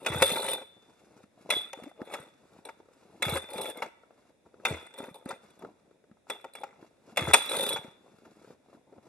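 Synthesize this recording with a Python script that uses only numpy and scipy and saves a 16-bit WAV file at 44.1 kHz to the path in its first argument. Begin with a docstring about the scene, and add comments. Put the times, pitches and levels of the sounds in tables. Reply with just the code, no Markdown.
"""A chainsaw's starter rope is pulled again and again in a snowy wood; the engine does not catch.
Slip noise shaped by plastic case, cover and flywheel makes the rope's rasp; pawls tick past the coasting
flywheel; clacks are noise bursts and ringing modes; damped swings make the piston's puffs, booms and gulps.
Gloves, jacket and snow rustle as coloured noise; the case adds soft knocks and low thumps, a glove squeaks.
Two microphone ports hear the saw directly, then snowbank and trees answer over the quiet air of the wood."""
import sys
import numpy as np
from scipy import signal
from scipy.fft import rfft, irfft, next_fast_len
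from scipy.io import wavfile
from scipy.ndimage import uniform_filter1d, map_coordinates

SR = 44100
rng = np.random.default_rng(int(sys.argv[2]) if len(sys.argv) > 2 else 0)


def transcribe(u):
    """Save the signal u as a 16-bit wav file named by the first command-line argument.

    u: samples, shape (n,) or (channels, n), limited to [-1, 1]; the rate is SR.
    q: integer samples, one column per channel.
    """
    v = np.clip(np.atleast_2d(u).T, -1, 1)
    q = np.round(v * 32767).astype(np.int16)
    wavfile.write(sys.argv[1], SR, q)


N = 400428  # samples in the scene

# resonances of the hollow plastic case: hz, width_hz, level_db
CASE = [(540, 190, 0.5), (889, 69, 3.5), (1302, 200, 2.5), (2100, 230, -15.5), (2440, 840, -33.5)]
# ringing modes of the steel flywheel: hz, level_db, t60_s
STEEL = [(3400, -5, .14), (3425, 0, .22), (3495, -4, .14), (3536, -4.5, .85), (3575, 0, .22),
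         (3983, -22, .065)]
# ringing modes of the pawls: hz, level_db, t60_s
PAWL = [(3500, -10, 0.041), (4010, -3, 0.033), (4840, -9.5, 0.15), (5562, -13.5, 0.053),
        (6512, -15.5, 0.13), (8330, -2.5, 0.024), (8800, -8.5, 0.11), (9470, -7.5, 0.032),
        (11000, -15.5, 0.13), (11640, -10.5, 0.017)]
# ringing modes of the starter cover: hz, level_db, t60_s
SHELL = [(1385, -7.5, 0.011), (2015, -10, 0.042), (1987, 2.5, 0.025), (2310, 2, 0.0076), (2536, 1, 0.016),
         (2830, -2.5, 0.079)]
# dull spectrum of cloth, also used for the case's low hum: hz, level_db per Hz
CLOTH = [(24, -59), (40, -33), (80, -13), (123, -10), (183, -3.5), (358, -2.5), (431, -4), (942, -11),
         (1200, -21.5), (1560, -49.5), (2640, -120)]


def amp(db):
    """Decibels to gain."""
    return 10 ** (np.asarray(db) / 20)


def unit(x):
    """x at rms 1."""
    return x / np.sqrt(np.mean(x ** 2) + 1e-20)


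def along(points, hz):
    """Value at hz, read from (Hz, value) points on a log frequency axis."""
    f, v = np.transpose(points)
    return np.interp(np.log(hz + 1), np.log(f + 1), v)


def wobble(rate):
    """A smooth random curve, rate knots a second."""
    knots = rng.standard_normal(int(N * rate / SR) + 4)
    return map_coordinates(knots, [np.arange(N) * rate / SR])


def filtered(x, response):
    """x times a complex response of frequency, padded so that tails do not wrap round."""
    m = next_fast_len(N + SR // 2)
    return irfft(rfft(x, m) * response(np.fft.rfftfreq(m, 1 / SR)), m)[..., :N]


def colour(spectrum):
    """Gain of a (Hz, dB) spectrum."""
    return lambda hz: amp(along(spectrum, hz))


def resonant(peaks):
    """Causal response of (Hz, width, dB) resonances, added with alternating sign."""
    def response(f):
        total = 0
        for k, (centre, width, db) in enumerate(peaks):
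            damping = 1j * f * width
            total = total + (-1) ** k * amp(db) * damping / (centre * centre - f * f + damping)
        return total
    return response


def ringing(modes):
    """Causal response of (Hz, dB, t60) modes: the longer a mode rings, the narrower its resonance."""
    return resonant([(hz, np.log(1000) / np.pi / t60, db) for hz, db, t60 in modes])


def gain_to_unit(response):
    """The response scaled so that white noise keeps its rms."""
    return lambda hz: response(hz) / np.sqrt(np.mean(np.abs(response(hz)) ** 2))


def gritty(rate, spread_db, grit, life, ticks=0):
    """Noise of rms 1 that jumps at every slip (rate a second) or tick and dies back over life seconds."""
    slips = (rng.random(N) < rate / SR) * amp(spread_db * rng.standard_normal(N)) + ticks
    swell = signal.lfilter([1], [1, -np.exp(-1 / (SR * life))], slips)
    share = np.clip(grit, 0, 1)
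    return unit((share * unit(swell) + 1 - share) * rng.standard_normal(N))


def bursts(times, dbs, t60s, rise):
    """A dying puff of noise at each time; t60 is held between 4 and 200 ms."""
    out, t = np.zeros(N + SR), np.arange(SR // 8) / SR
    noise = rng.standard_normal((len(times), len(t)))
    for s, db, t60, n in zip(times, dbs, t60s, noise):
        decay = amp(db - 60 * t / np.clip(t60, .004, .2))
        out[round(s * SR):][:len(t)] += decay * (1 - np.exp(-t / rise)) * n
    return out[:N]


def pushes(rows, cycles, rise, glide):
    """Damped swings that swell softly, lose 60 dB in so many cycles and sink to their pitch."""
    out, t = np.zeros(N + SR), np.arange(SR // 6) / SR
    for s, db, hz in rows:
        turns = hz * t + glide * (1 - np.exp(-hz * t))
        swing = np.sin(2 * np.pi * turns) * amp(-60 * t * hz / cycles) * (1 - np.exp(-t / rise)) ** 2
        out[round(s * SR):][:len(t)] += amp(db) * swing / np.abs(swing).max()
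    return out[:N]


def swells(rows, rise_db, stop):
    """Level and shares from (peak, rise, hold, dB, sag, shares): climb, sag, then 20 dB lost per stop."""
    t = np.arange(0, N + 32, 32) / SR  # every 32nd sample, interpolated below
    s, rise, hold, db, sag_db, *shares = np.transpose(rows)[:, :, None]
    rise, hold = np.abs(rise) + .001, np.abs(hold) + .001
    climb_db = rise_db * np.clip(s - t, 0, None) / rise
    sagged_db = sag_db * np.clip((t - s) / hold, 0, 1)
    stopped_db = 20 * np.clip(t - s - hold, 0, None) / stop
    gain = amp(db - climb_db - sagged_db - stopped_db)
    level = gain.sum(axis=0) + 1e-12
    curves = [level] + [(gain * amp(share_db)).sum(axis=0) / level for share_db in shares]
    return [np.interp(np.arange(N) / SR, t, curve) for curve in curves]


def patchy(x, patchy_db):
    """x at rms 1 with random patches of gain: the rattle's resonances come and go."""
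    z = signal.stft(x, nperseg=512)[2]
    field = uniform_filter1d(rng.standard_normal(z.shape), size=2, axis=0)  # across frequency
    field = uniform_filter1d(field, size=8, axis=1)  # across time
    return unit(signal.istft(z * amp(patchy_db * unit(field)), nperseg=512)[1][:N])


def friction():
    """Rope slips and pawl ticks shake case and cover; flywheel and pawls are kept ringing."""
    # rope and flywheel strokes: peak_s, rise_s, hold_s, rasp_db, sag_db over the hold (negative swells),
    # then shares: steel_ring_db, sizzle_db, case_hum_db
    strokes = [(0.062, 0.012, 0.15, -41.5, -3.5, -0.5, -19, 1.5),
               (0.236, 0.0049, 0.073, -38.5, 23, 7, 4, -17), (0.3, 0.34, 0.25, -42, -1, 2, -2.5, 6.5),
               (0.56, 0.026, 0.071, -52.5, 4, -39, -18.5, 11.5),
               (1.518, 0.0026, 0.19, -35, 29, 6.5, -13.5, -4), (1.525, 0.0089, 0.094, -55.5, 4, 16, 1, -10),
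               (1.748, 0.0034, 0.15, -56.5, 4, -14, -16, -1),
               (2.017, 0.036, 0.017, -64, 19.5, -26, -26, 30),
               (2.137, 0.16, 0.14, -47.5, 17, -2, -13.5, 8.5), (2.2, 0.044, 0.095, -67, 2, -6, -16, 3),
               (2.66, 0.017, 0.073, -52.5, 22, -5.5, -14, 11.5),
               (3.238, 0.0037, 0.14, -38, -4, -1, -9.5, -1.5),
               (3.385, 0.0049, 0.056, -48.5, 1.5, -9, -14.5, -19), (3.5, 0.083, 0.028, -51, 2, -3, -6, 9.5),
               (3.545, 0.0078, .17, -46.5, 3.5, -5, -2.5, 13.5),
               (3.775, 0.05, 0.043, -46, 11.5, -18, -22, 10.5),
               (3.838, 0.0032, 0.043, -46, 5.5, -27, -24, 5.5),
               (4.668, 0.0064, 0.27, -33, 34, -5.5, -19.5, -0.5),
               (4.993, 0.045, 0.13, -47.5, 19, -18, -11, 8.5),
               (5.06, 0.053, 0.042, -55.5, 14, -20, -27, 13),
               (5.15, 0.018, 0.103, -59, 27, -0.5, -4.5, 14.5),
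               (5.304, 0.047, 0.12, -43.5, 39, -27, -17.5, 9), (6.312, 0.0047, 0.18, -50.5, 30, -6, -20, 3),
               (6.325, 0.0087, 0.076, -64, 11, -18, -20, 18),
               (6.452, .004, 0.063, -60.5, 18, -8, -24, 12.5), (6.56, 0.0048, 0.062, -52, 6, -6, -19, 3),
               (6.645, 0.0034, 0.18, -57.5, 18.5, -30.5, -35, 8),
               (7.186, 0.0033, 0.13, -32.5, 1, -6, -20.5, -6), (7.36, .004, 0.15, -37, 12, 7, -3, -15),
               (7.51, 0.011, 0.23, -40.5, 1, 7, -1.5, 8), (7.77, 0.0038, 0.19, -45, 25.5, -29, -21, 4.5)]
    # rope rasp: hz, level_db per Hz
    rasp_spectrum = [(120, -49.5), (200, -8.5), (513, -9), (720, -14), (880, 3), (1110, -22.5), (2720, -16),
                     (3070, -31), (3480, -20), (4590, -27.5), (8000, -25), (10400, -69), (17600, -120)]
    # fine sizzle: hz, level_db per Hz
    sizzle_spectrum = [(2350, -16.5), (4000, -4.5), (4580, -25.5), (4990, -19.5), (6080, -25),
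                       (7700, -23.5), (8380, -0.5), (11200, -13.5), (13200, -10.5), (14300, -21)]
    # pawl spring at each pass: hz, level_db, t60_s
    catch_modes = [(3970, 0, 0.027), (4030, -5.5, 0.034)]
    level, steel, fizz, hum = swells(strokes, rise_db=24, stop=0.015)
    ticks = ratchet()

    slips = gritty(330, spread_db=3.5, grit=.75, life=.0018, ticks=1.8 * ticks)
    rasp = 0.52 * unit(filtered(slips, colour(rasp_spectrum)))
    rasp += 0.53 * unit(filtered(slips, resonant(CASE)))
    rasp += 0.46 * unit(filtered(slips, ringing(SHELL)))
    rasp = 0.9 * patchy(rasp, patchy_db=3.2)

    low_slips = gritty(60, spread_db=1, grit=0.58, life=0.0033)
    low = unit(filtered(low_slips, lambda hz: colour(CLOTH)(hz) * resonant(CASE)(hz)))

    steel_slips = gritty(180, spread_db=1.5, grit=0.35, life=0.0012, ticks=3 * ticks)
    ring = filtered(level * steel * steel_slips, gain_to_unit(ringing(STEEL)))

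    fine = gritty(130, spread_db=5.5, grit=0.62, life=0.004, ticks=2.2 * ticks)
    sizzle = 1.1 * unit(filtered(fine, colour(sizzle_spectrum)))
    sizzle += .5 * unit(filtered(fine, ringing(PAWL)))
    sizzle = 2.9 * patchy(sizzle, patchy_db=4.5)

    catch = amp(-8.5) * filtered(level * ticks * 30, gain_to_unit(ringing(catch_modes)))
    rubbing = level * (rasp + amp(-5.5) * hum * low + amp(-5.5) * fizz * sizzle)
    return catch + rubbing + amp(-6.0) * ring


def ratchet():
    """One slightly uneven tick per pawl pass while the flywheel coasts and slows."""
    # coasting spells: start_s, end_s, first_rate in ticks/s, last_rate in ticks/s
    coast = [(0.245, 0.602, 56, 38), (7.482, 7.637, 62, 49)]
    ticks = np.zeros(N)
    for start, end, first, last in coast:
        i = np.arange(round(start * SR), round(end * SR))
        passes = np.cumsum(np.linspace(first, last, len(i))) / SR
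        at = i[1:][np.diff(np.floor(passes)) > 0]
        late = rng.integers(SR // 500, size=len(at))  # up to 2 ms
        ticks[at + late] = amp(rng.normal(0, 5.3, len(at)))
    return ticks


def clacks():
    """Each contact is a short rattle: a crack, the cover, the hollow case, the ring of flywheel and pawls."""
    # clacks and toned ticks of the starter: start_s, level_db, hollow_db, bright_db,
    # crack_t60_s, favoured case tone_hz, flywheel ring_db, cover_db (parts relative to level_db)
    clack_rows = [(0.0478, -29, -6, -28, 0.024, 506, -30.5, -2.5),
                  (0.0627, -11, -10.5, -41, 0.044, 530, -21.5, 1.5),
                  (0.221, -5, -4.5, 2, 0.025, 523, -19.5, 0.5),
                  (0.2253, -4.5, -10, -22, 0.018, 620, -16.5, -2.5),
                  (0.369, -28.5, 7.5, -29, 0.0083, 880, -26, 2.5),
                  (0.449, -35.5, 7.5, -30, 0.017, 496, -34, 2.5),
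                  (0.616, -42.5, 5.5, -25, 0.015, 540, -36, 1),
                  (1.4925, -31, -41.5, -30.5, 0.021, 870, -23.5, 2),
                  (1.503, -9.5, -16.5, -7, 0.042, 870, -19, 1.5),
                  (1.732, -17.5, -11, -49, 0.013, 1050, -44, 3.5),
                  (1.835, -34.5, -15.5, -16, 0.037, 600, -27, -18),
                  (2.138, -22, -6, -21.5, 0.049, 850, -31, -10),
                  (2.6513, -35, -16, 6.5, 0.017, 510, -28, 2), (2.6879, -39.5, 4, -22, 0.037, 870, -29, 5),
                  (3.2234, -9, -13.5, -12, 0.032, 517, -20.5, -6),
                  (3.2282, -11, -26, -17, 0.011, 515, -22.5, 10),
                  (3.305, -26, -1.5, -30.5, 0.0093, 870, -30, 0),
                  (3.3606, -19.5, -1.5, -11, 0.011, 536, -24, 8),
                  (3.8209, -25.5, 2, -19.5, 0.038, 912, -30, 2.5),
                  (4.6516, -11.5, -11.5, -24.5, 0.05, 867, -17.5, 0),
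                  (5.039, -34, -1.5, -37, 0.027, 695, -25, -14),
                  (5.3063, -30, 3.5, -40, 0.028, 840, -38, 1), (5.6217, -46, 7, -44, 0.019, 890, -40, 9),
                  (6.2995, -19, -6, -5.5, 0.028, 870, -19, 3),
                  (6.4433, -32.5, 1.5, -26, 0.019, 735, -37.5, -1),
                  (6.5519, -29.5, -6.5, 1, 0.018, 523, -22.5, 3),
                  (6.6343, -33, 6, -35.5, 0.021, 728, -32.5, 6),
                  (7.1619, -25.5, -22.5, -16.5, 0.0064, 628, -26.5, 0),
                  (7.1718, -8, -12.5, -16, 0.039, 600, -22.5, 1.5),
                  (7.3345, -3.5, -17, 1.5, 0.026, 880, -20, -1),
                  (7.3409, 4, -16, -11.5, 0.036, 795, -32, -8),
                  (7.531, -33, 4, -24.5, 0.022, 560, -29.5, 11),
                  (7.706, -29.5, 5, -28.5, 0.013, 650, -26, 1), (7.7594, -27, 2, -18, 0.026, 608, -42, 6.5),
                  (8.2495, -54, 3.5, -36.5, 0.05, 1300, -34.5, 2.5)]
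    # single loud pawl ticks: start_s, level_db, bright_db relative to it
    tick_rows = [(0.3022, -18, -16), (0.3628, -28, 8), (0.484, -15.5, -15), (3.5328, -29, 6.5),
                 (3.5591, -32, -11.5), (3.5803, -23.5, 1), (3.615, -25.5, 7), (3.6555, -22, -18),
                 (3.6899, -35.5, 3), (3.7718, -35.5, 9.5), (4.9394, -34, -5), (4.9852, -29, -1),
                 (4.865, -49, 11), (5.1427, -38.5, 6.5), (5.504, -52.5, 10), (5.591, -54, 13),
                 (5.255, -51.5, 16.5), (5.2895, -29.5, 7), (6.411, -48, 5), (6.535, -46.5, 15),
                 (6.613, -40.5, 0), (7.4935, -25, 8), (7.5936, -21.5, 0), (7.6128, -22, -7),
                 (7.637, -23, 10.5), (7.664, -19, 11), (7.6937, -33, 16), (7.7305, -35, 22)]
    # dry crack of a contact: hz, level_db per Hz
    crack_spectrum = [(120, -51.5), (200, -26.5), (561, 0), (1140, -11.5), (2680, 1.5), (3040, -14),
                      (3440, -2.5), (4250, -20.5), (5500, -15), (6520, -14.5), (9470, -17), (11700, -17.5),
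                      (13200, -25.5), (14300, -30.5)]
    toned = [(s, db, low, ring, high, t60, tone, shell)
             for s, db, low, high, t60, tone, ring, shell in clack_rows]
    # every pawl tick: hollow -7.5 dB, ring -18 dB, t60 14 ms, case tone 505 Hz, cover 0 dB
    ticks = [(s, db, -7.5, -18, high, 0.014, 505, 0) for s, db, high in tick_rows]
    s, db, hollow_db, ring_db, bright_db, t60, tone_hz, cover_db = np.transpose(toned + ticks)

    crack = bursts(s, db - 13.0, t60, rise=0.0001)
    crack = filtered(crack, gain_to_unit(colour(crack_spectrum)))
    cover = bursts(s, db + cover_db - 5.0, .6 * t60, rise=0.0023)
    cover = filtered(cover, gain_to_unit(ringing(SHELL)))
    hollow = bursts(s, db + hollow_db + 2.0, 1.3 * t60, rise=0.005)
    hollow = filtered(hollow, gain_to_unit(resonant(CASE)))
    impulses = np.bincount(np.int_(s * SR), amp(db + ring_db + 26.5), N)
    ring = filtered(impulses, gain_to_unit(ringing(STEEL)))
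    bright = bursts(s, db + bright_db, 0.41 * t60, rise=0.0012)
    bright = filtered(bright, gain_to_unit(ringing(PAWL)))
    return struck(s, db + hollow_db - 2.5, tone_hz) + crack + cover + hollow + ring + bright


def struck(times, dbs, tones_hz):
    """The case rings on all its modes, most near the tone that the contact favours."""
    # modes of the struck case: hz, level_db, t60_s
    body = [(414, -9.5, 0.13), (539, -0.5, .07), (640, -7, 0.013), (683, -5.5, 0.044), (797, -3.5, 0.048),
            (895, -0.5, 0.055), (1362, 0.5, 0.027), (1910, -5.5, .05), (2255, -4.5, .04)]
    fall_db = 11  # lost per octave from the favoured tone
    out, t = np.zeros(N + SR), np.arange(SR // 8) / SR
    hz, level_db, t60 = np.transpose(body)[:, :, None]
    luck = rng.standard_normal((len(times), 2, len(body), 1))
    for s, db, tone, (size, pitch) in zip(times, dbs, tones_hz, luck):
        octaves_off = np.abs(np.log2(hz / tone))
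        gain = amp(db + level_db + 3.2 * size - fall_db * octaves_off - 60 * t / t60)
        modes = gain * np.sin(2 * np.pi * hz * (1 + .015 * pitch) * t)
        out[round(s * SR):][:len(t)] += modes.sum(axis=0) * (1 - np.exp(-t / 0.0012))
    return out[:N]


def pings():
    """The pawl spring pings: high damped swings at a steady pitch."""
    # start_s, peak_db, pitch_hz
    ping_rows = [(0.318, -33.5, 4110), (0.339, -34, 4050), (0.364, -33.5, 4000), (0.382, -31.5, 4070),
                 (0.402, -30, 4000), (0.421, -37, 4030), (7.489, -31, 3900), (7.637, -41.5, 4100),
                 (7.692, -35.5, 3500), (7.727, -28, 3720)]
    return pushes(ping_rows, cycles=59, rise=0.0015, glide=0)


def puffs():
    """The piston passes the top of its stroke: a sinking puff, then crankcase boom and intake gulp."""
    # start_s, peak_db of the puff
    passes = [(0.099, -30), (0.155, -27.5), (0.211, -32), (1.556, -49.5), (3.264, -28.5), (3.323, -27.5),
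              (4.706, -28), (7.215, -28.5), (7.276, -26.5)]
    puff = pushes([(s, db, 70.3) for s, db in passes], cycles=1.9, rise=0.0074, glide=1.6)
    boom = pushes([(s + .016, db - 11.5, 82) for s, db in passes], cycles=13.0, rise=0.005, glide=.1)
    gulp = pushes([(s + 0.017, db - 6, 337) for s, db in passes], cycles=8.2, rise=0.0015, glide=0.11)
    return puff + boom + gulp


def rustling():
    """Gloves, jacket and packed snow: a lumpy rustle of dull cloth noise and crisp crackle."""
    # movements of gloves, jacket and boots: peak_s, rise_s, fall_s, level_db, crispness_db
    movements = [(0.005, 0.012, 0.15, -50.5, -19.5), (0.802, 0.13, 0.98, -73.5, -1),
                 (1.238, 0.97, 0.016, -62, -5.5), (1.42, 0.084, 0.12, -57, -6),
                 (1.495, 0.065, 0.012, -45.5, -20), (2.6, 1, 0.046, -62.5, -3.5),
                 (2.8, 0.3, 0.031, -64, -9), (2.99, 0.28, 0.72, -82, 14),
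                 (3.214, 0.32, 0.029, -53.5, -15.5), (4.3, 0.82, 0.06, -64, -7),
                 (4.466, 0.016, 0.027, -55.5, -13.5), (4.645, 0.21, 0.015, -55.5, -13),
                 (5.428, 0.034, 0.46, -61, -2.5), (5.641, 0.081, 0.1, -48.5, -21),
                 (5.928, 0.12, 0.07, -60.5, -17), (6.107, 0.2, 0.13, -67.5, -24.5),
                 (6.292, 0.021, 0.0088, -60, 6.5), (6.836, 0.19, 0.14, -58, -8.5),
                 (7.122, 0.15, 0.045, -53, -5.5), (7.169, 0.015, 0.0087, -47, -7.5),
                 (8.079, 0.36, 0.15, -70.5, -3), (8.31, 0.34, 0.018, -64.5, -15.5),
                 (8.528, 0.73, 0.034, -55, -7.5), (8.742, 0.18, 0.089, -57.5, -9.5),
                 (8.97, 0.18, 0.058, -57.5, -17), (9.075, 0.09, 0.017, -58.5, -7)]
    swing_db = 22.5  # lost over a rise or a fall
    rows = [(s, rise, fall, db, swing_db, crispness) for s, rise, fall, db, crispness in movements]
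    level, crisp = swells(rows, swing_db, stop=0.037)
    rustle = unit(filtered(gritty(150, spread_db=3, grit=.82, life=0.0045), colour(CLOTH)))
    crackle = unit(filtered(gritty(70, spread_db=5, grit=.33, life=.006), colour(CRISP)))
    return level * (rustle + amp(-2.0) * crisp * crackle)


# crisp crackle of the rustle, also used for rattling loose parts: hz, level_db per Hz
CRISP = [(530, -22.5), (900, -10), (1380, -1), (1690, -10), (2650, -9.5), (2970, -15.5), (3650, -14),
         (9260, -20.5), (12300, -24.5), (14000, -54.5)]


def knocking():
    """Soft knocks and low thumps of the case: damped swings, each with a dull tap of noise."""
    # soft knocks and low thumps of the case: start_s, peak_db, pitch_hz
    knocks = [(0.314, -25.5, 522), (1.165, -52.5, 231), (1.238, -48, 224.5), (1.408, -54, 240),
              (1.566, -31, 380), (1.788, -39, 460), (1.799, -38.5, 644), (1.839, -41.5, 268),
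              (1.774, -42.5, 295), (1.822, -42.5, 230), (2.005, -37, 568), (2.074, -39, 476),
              (2.111, -38.5, 640), (0.319, -31.5, 220), (0.349, -41, 227.4), (6.315, -38, 473.4),
              (6.458, -44, 404), (6.729, -51, 1310), (6.269, -49.5, 797), (1.914, -44, 695),
              (2.016, -29, 280), (2.801, -45, 390.3), (2.886, -49.5, 484), (4.034, -47, 550),
              (4.46, -53, 214), (4.541, -45.5, 434), (4.599, -44, 370), (5.002, -34, 264),
              (5.259, -31, 242), (5.648, -34, 431), (5.911, -51, 409), (6.04, -51.5, 437),
              (6.113, -47, 209.5), (6.826, -41.5, 326), (7.272, -26, 928), (8.445, -44.5, 420),
              (8.505, -44.5, 468), (8.523, -50.5, 440), (8.697, -52.5, 520), (8.729, -45, 577),
              (8.748, -48, 302), (8.926, -45, 414), (8.981, -48, 212), (2.198, -47, 152), (2.83, -58, 591),
              (2.856, -53, 398), (2.915, -56, 497), (3.557, -41, 202.7), (3.586, -50, 173),
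              (3.618, -49, 154.6), (4.107, -47, 608), (5.111, -47, 171.8), (5.084, -42, 260),
              (5.03, -42, 230), (5.21, -50, 477), (5.224, -48, 496), (5.329, -45.5, 219),
              (6.17, -56.5, 817), (7.575, -42, 175.5), (7.667, -37, 244), (7.742, -42.5, 148),
              (7.789, -44, 154), (7.846, -41, 240), (7.88, -46, 170.2), (8.66, -56.5, 799),
              (8.897, -60.5, 905)]
    s, db, _ = np.transpose(knocks)
    soft_contact = lambda hz: resonant(CASE)(hz) / (1 + 1j * hz / 1500)
    taps = bursts(s, db - 9.5, np.full(len(s), .035), rise=0.00017)
    taps = filtered(taps, gain_to_unit(soft_contact))
    loose = bursts(s, db - 23.5, np.full(len(s), .02), rise=.0005)  # loose parts rattle
    taps += filtered(loose, gain_to_unit(colour(CRISP)))
    return pushes(knocks, cycles=6.4, rise=0.00086, glide=0.028) + taps


def squeaks():
    """A glove squeaks along the case: a short rising stick-slip tone with its octave."""
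    # start_s, length_s, level_db (rms of the fundamental), from_hz, to_hz
    squeak_rows = [(1.86, 0.025, -45.5, 234, 344)]
    out = np.zeros(N)
    for s, length, db, from_hz, to_hz in squeak_rows:
        u = np.linspace(0, 1, round(length * SR))
        turn = 2 * np.pi * np.cumsum(from_hz + (to_hz - from_hz) * u) / SR
        tone = np.sin(turn) + amp(-10) * np.sin(2 * turn)
        out[round(s * SR):][:len(u)] += 2 * amp(db) * np.sin(np.pi * u) * tone
    return out


def low_cut_share(hz):
    """Long waves meet both ports alike: a share that grows with frequency, one half at 900 Hz."""
    return hz / (hz + 900)


def direct(saw):
    """Direct sound reaches the two microphone ports with their own gain and phase."""
    # phase lead of the left port, before low_cut_share: hz, lead_rad
    lead = [(0, -2.5), (700, 0), (1300, .8), (2000, 1.33), (2840, 0), (3100, 2.5), (3700, 2), (5510, 0.5),
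            (6200, 6.5), (6720, 2), (7580, -6), (8960, -1.5), (9730, -9.5), (10400, 1.5), (11500, 2),
            (12700, 9), (14000, 5.5)]
    # left port against right: hz, difference_db
    tilt = [(60, -1.5), (110, 1), (200, 0), (370, 1.5), (670, 4), (1230, 2.5), (2250, 2.5), (4120, -4),
            (7530, -1), (13800, -4)]

    def port(hz, side):
        phase = side * low_cut_share(hz) * along(lead, hz)
        return amp(side * along(tilt, hz)) * np.exp(1j * phase)
    return filtered(saw, lambda hz: np.array([port(hz, .5), port(hz, -.5)]))


def echoes(x, decay, delay):
    """A random answer for each ear; each frequency dies at its own speed."""
    hz, t, z = signal.stft(rng.standard_normal((2, SR // 2)), SR, nperseg=128)
    dying = z * amp(-60 * t / along(decay, hz)[:, None])
    tail = signal.istft(dying, SR, nperseg=128)[1]
    late = np.pad(x, (round(delay * SR), 0))[None]
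    return signal.fftconvolve(late, tail / np.linalg.norm(tail[0]), axes=1)[:, :N]


def snowbank_echoes(saw):
    """Near ground and brush answer within 2 ms; the saw moves, so these echoes keep changing."""
    # near ground and brush: hz, t60_s
    snowbank = [(200, 0.048), (10000, 0.00078)]
    # share that they send back: hz, level_db
    scatter = [(300, -19.5), (1500, -14), (6000, 0), (13000, 0)]
    scattered = filtered(saw, colour(scatter))
    sway = 1.78 * wobble(8)  # radians of cross-fade between two answers
    one = np.cos(sway) * echoes(scattered, snowbank, delay=.0015)
    return one + np.sin(sway) * echoes(scattered, snowbank, delay=0.0014)


def tree_echoes(saw):
    """Trunks answer later and ring longer, with less bass."""
    # hz, t60_s
    trees = [(200, 0.79), (2000, 0.67), (10000, 0.35)]
    return amp(-13.5) * echoes(filtered(saw, low_cut_share), trees, delay=.014)


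def air():
    """The quiet wood and the microphone's own hiss, most alike at both ports in the bass."""
    # hz, level_db per Hz
    air_spectrum = [(12, -43), (20, -12.5), (212, -5), (434, -5), (541, -2.5), (1050, -19.5), (2450, -18.5),
                    (3050, -27), (3600, -18), (4490, -32.5), (4870, -27), (10200, -27.5), (14200, -45)]
    likeness = [(100, 0.55), (1500, 0.28), (5000, .1)]  # hz, correlation of the ports
    turn = lambda hz: np.arccos(np.clip(along(likeness, hz), -1, 1)) / 2
    split = lambda hz: colour(air_spectrum)(hz) * [np.cos(turn(hz)), np.sin(turn(hz))]
    mid, side = filtered(rng.standard_normal((2, N)), split)
    return amp(-69 + 0.52 * wobble(1.0)) * unit(np.array([mid + side, mid - side]))


def scene():
    """The saw and its handler, heard directly and through snow and trunks, over the air of the wood."""
    saw = friction() + clacks() + pings() + puffs() + rustling() + knocking() + squeaks()
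    return direct(saw) + snowbank_echoes(saw) + tree_echoes(saw) + air()


def record(dry):
    """The microphone rolls off the deep bass and rounds loud peaks; nothing stays from 14.3 kHz up."""
    # overall tone, a narrow dip near 3.1 kHz, then a fade at the top: hz, level_db
    overall_tone = [(2880, 0), (3090, -8), (3280, 0), (12900, 0), (13300, -20), (14300, -30)]
    bass_cut = lambda hz: -hz ** 2 / (62 ** 2 - hz ** 2 + 1j * hz * 70)
    x = filtered(dry, bass_cut)
    x = x / (1 + np.abs(x / 1.1) ** 4) ** (1 / 4)  # soft ceiling at 1.1
    return filtered(x, lambda hz: colour(overall_tone)(hz) * (hz < 14300))


dry = scene()
out = record(dry)
transcribe(out)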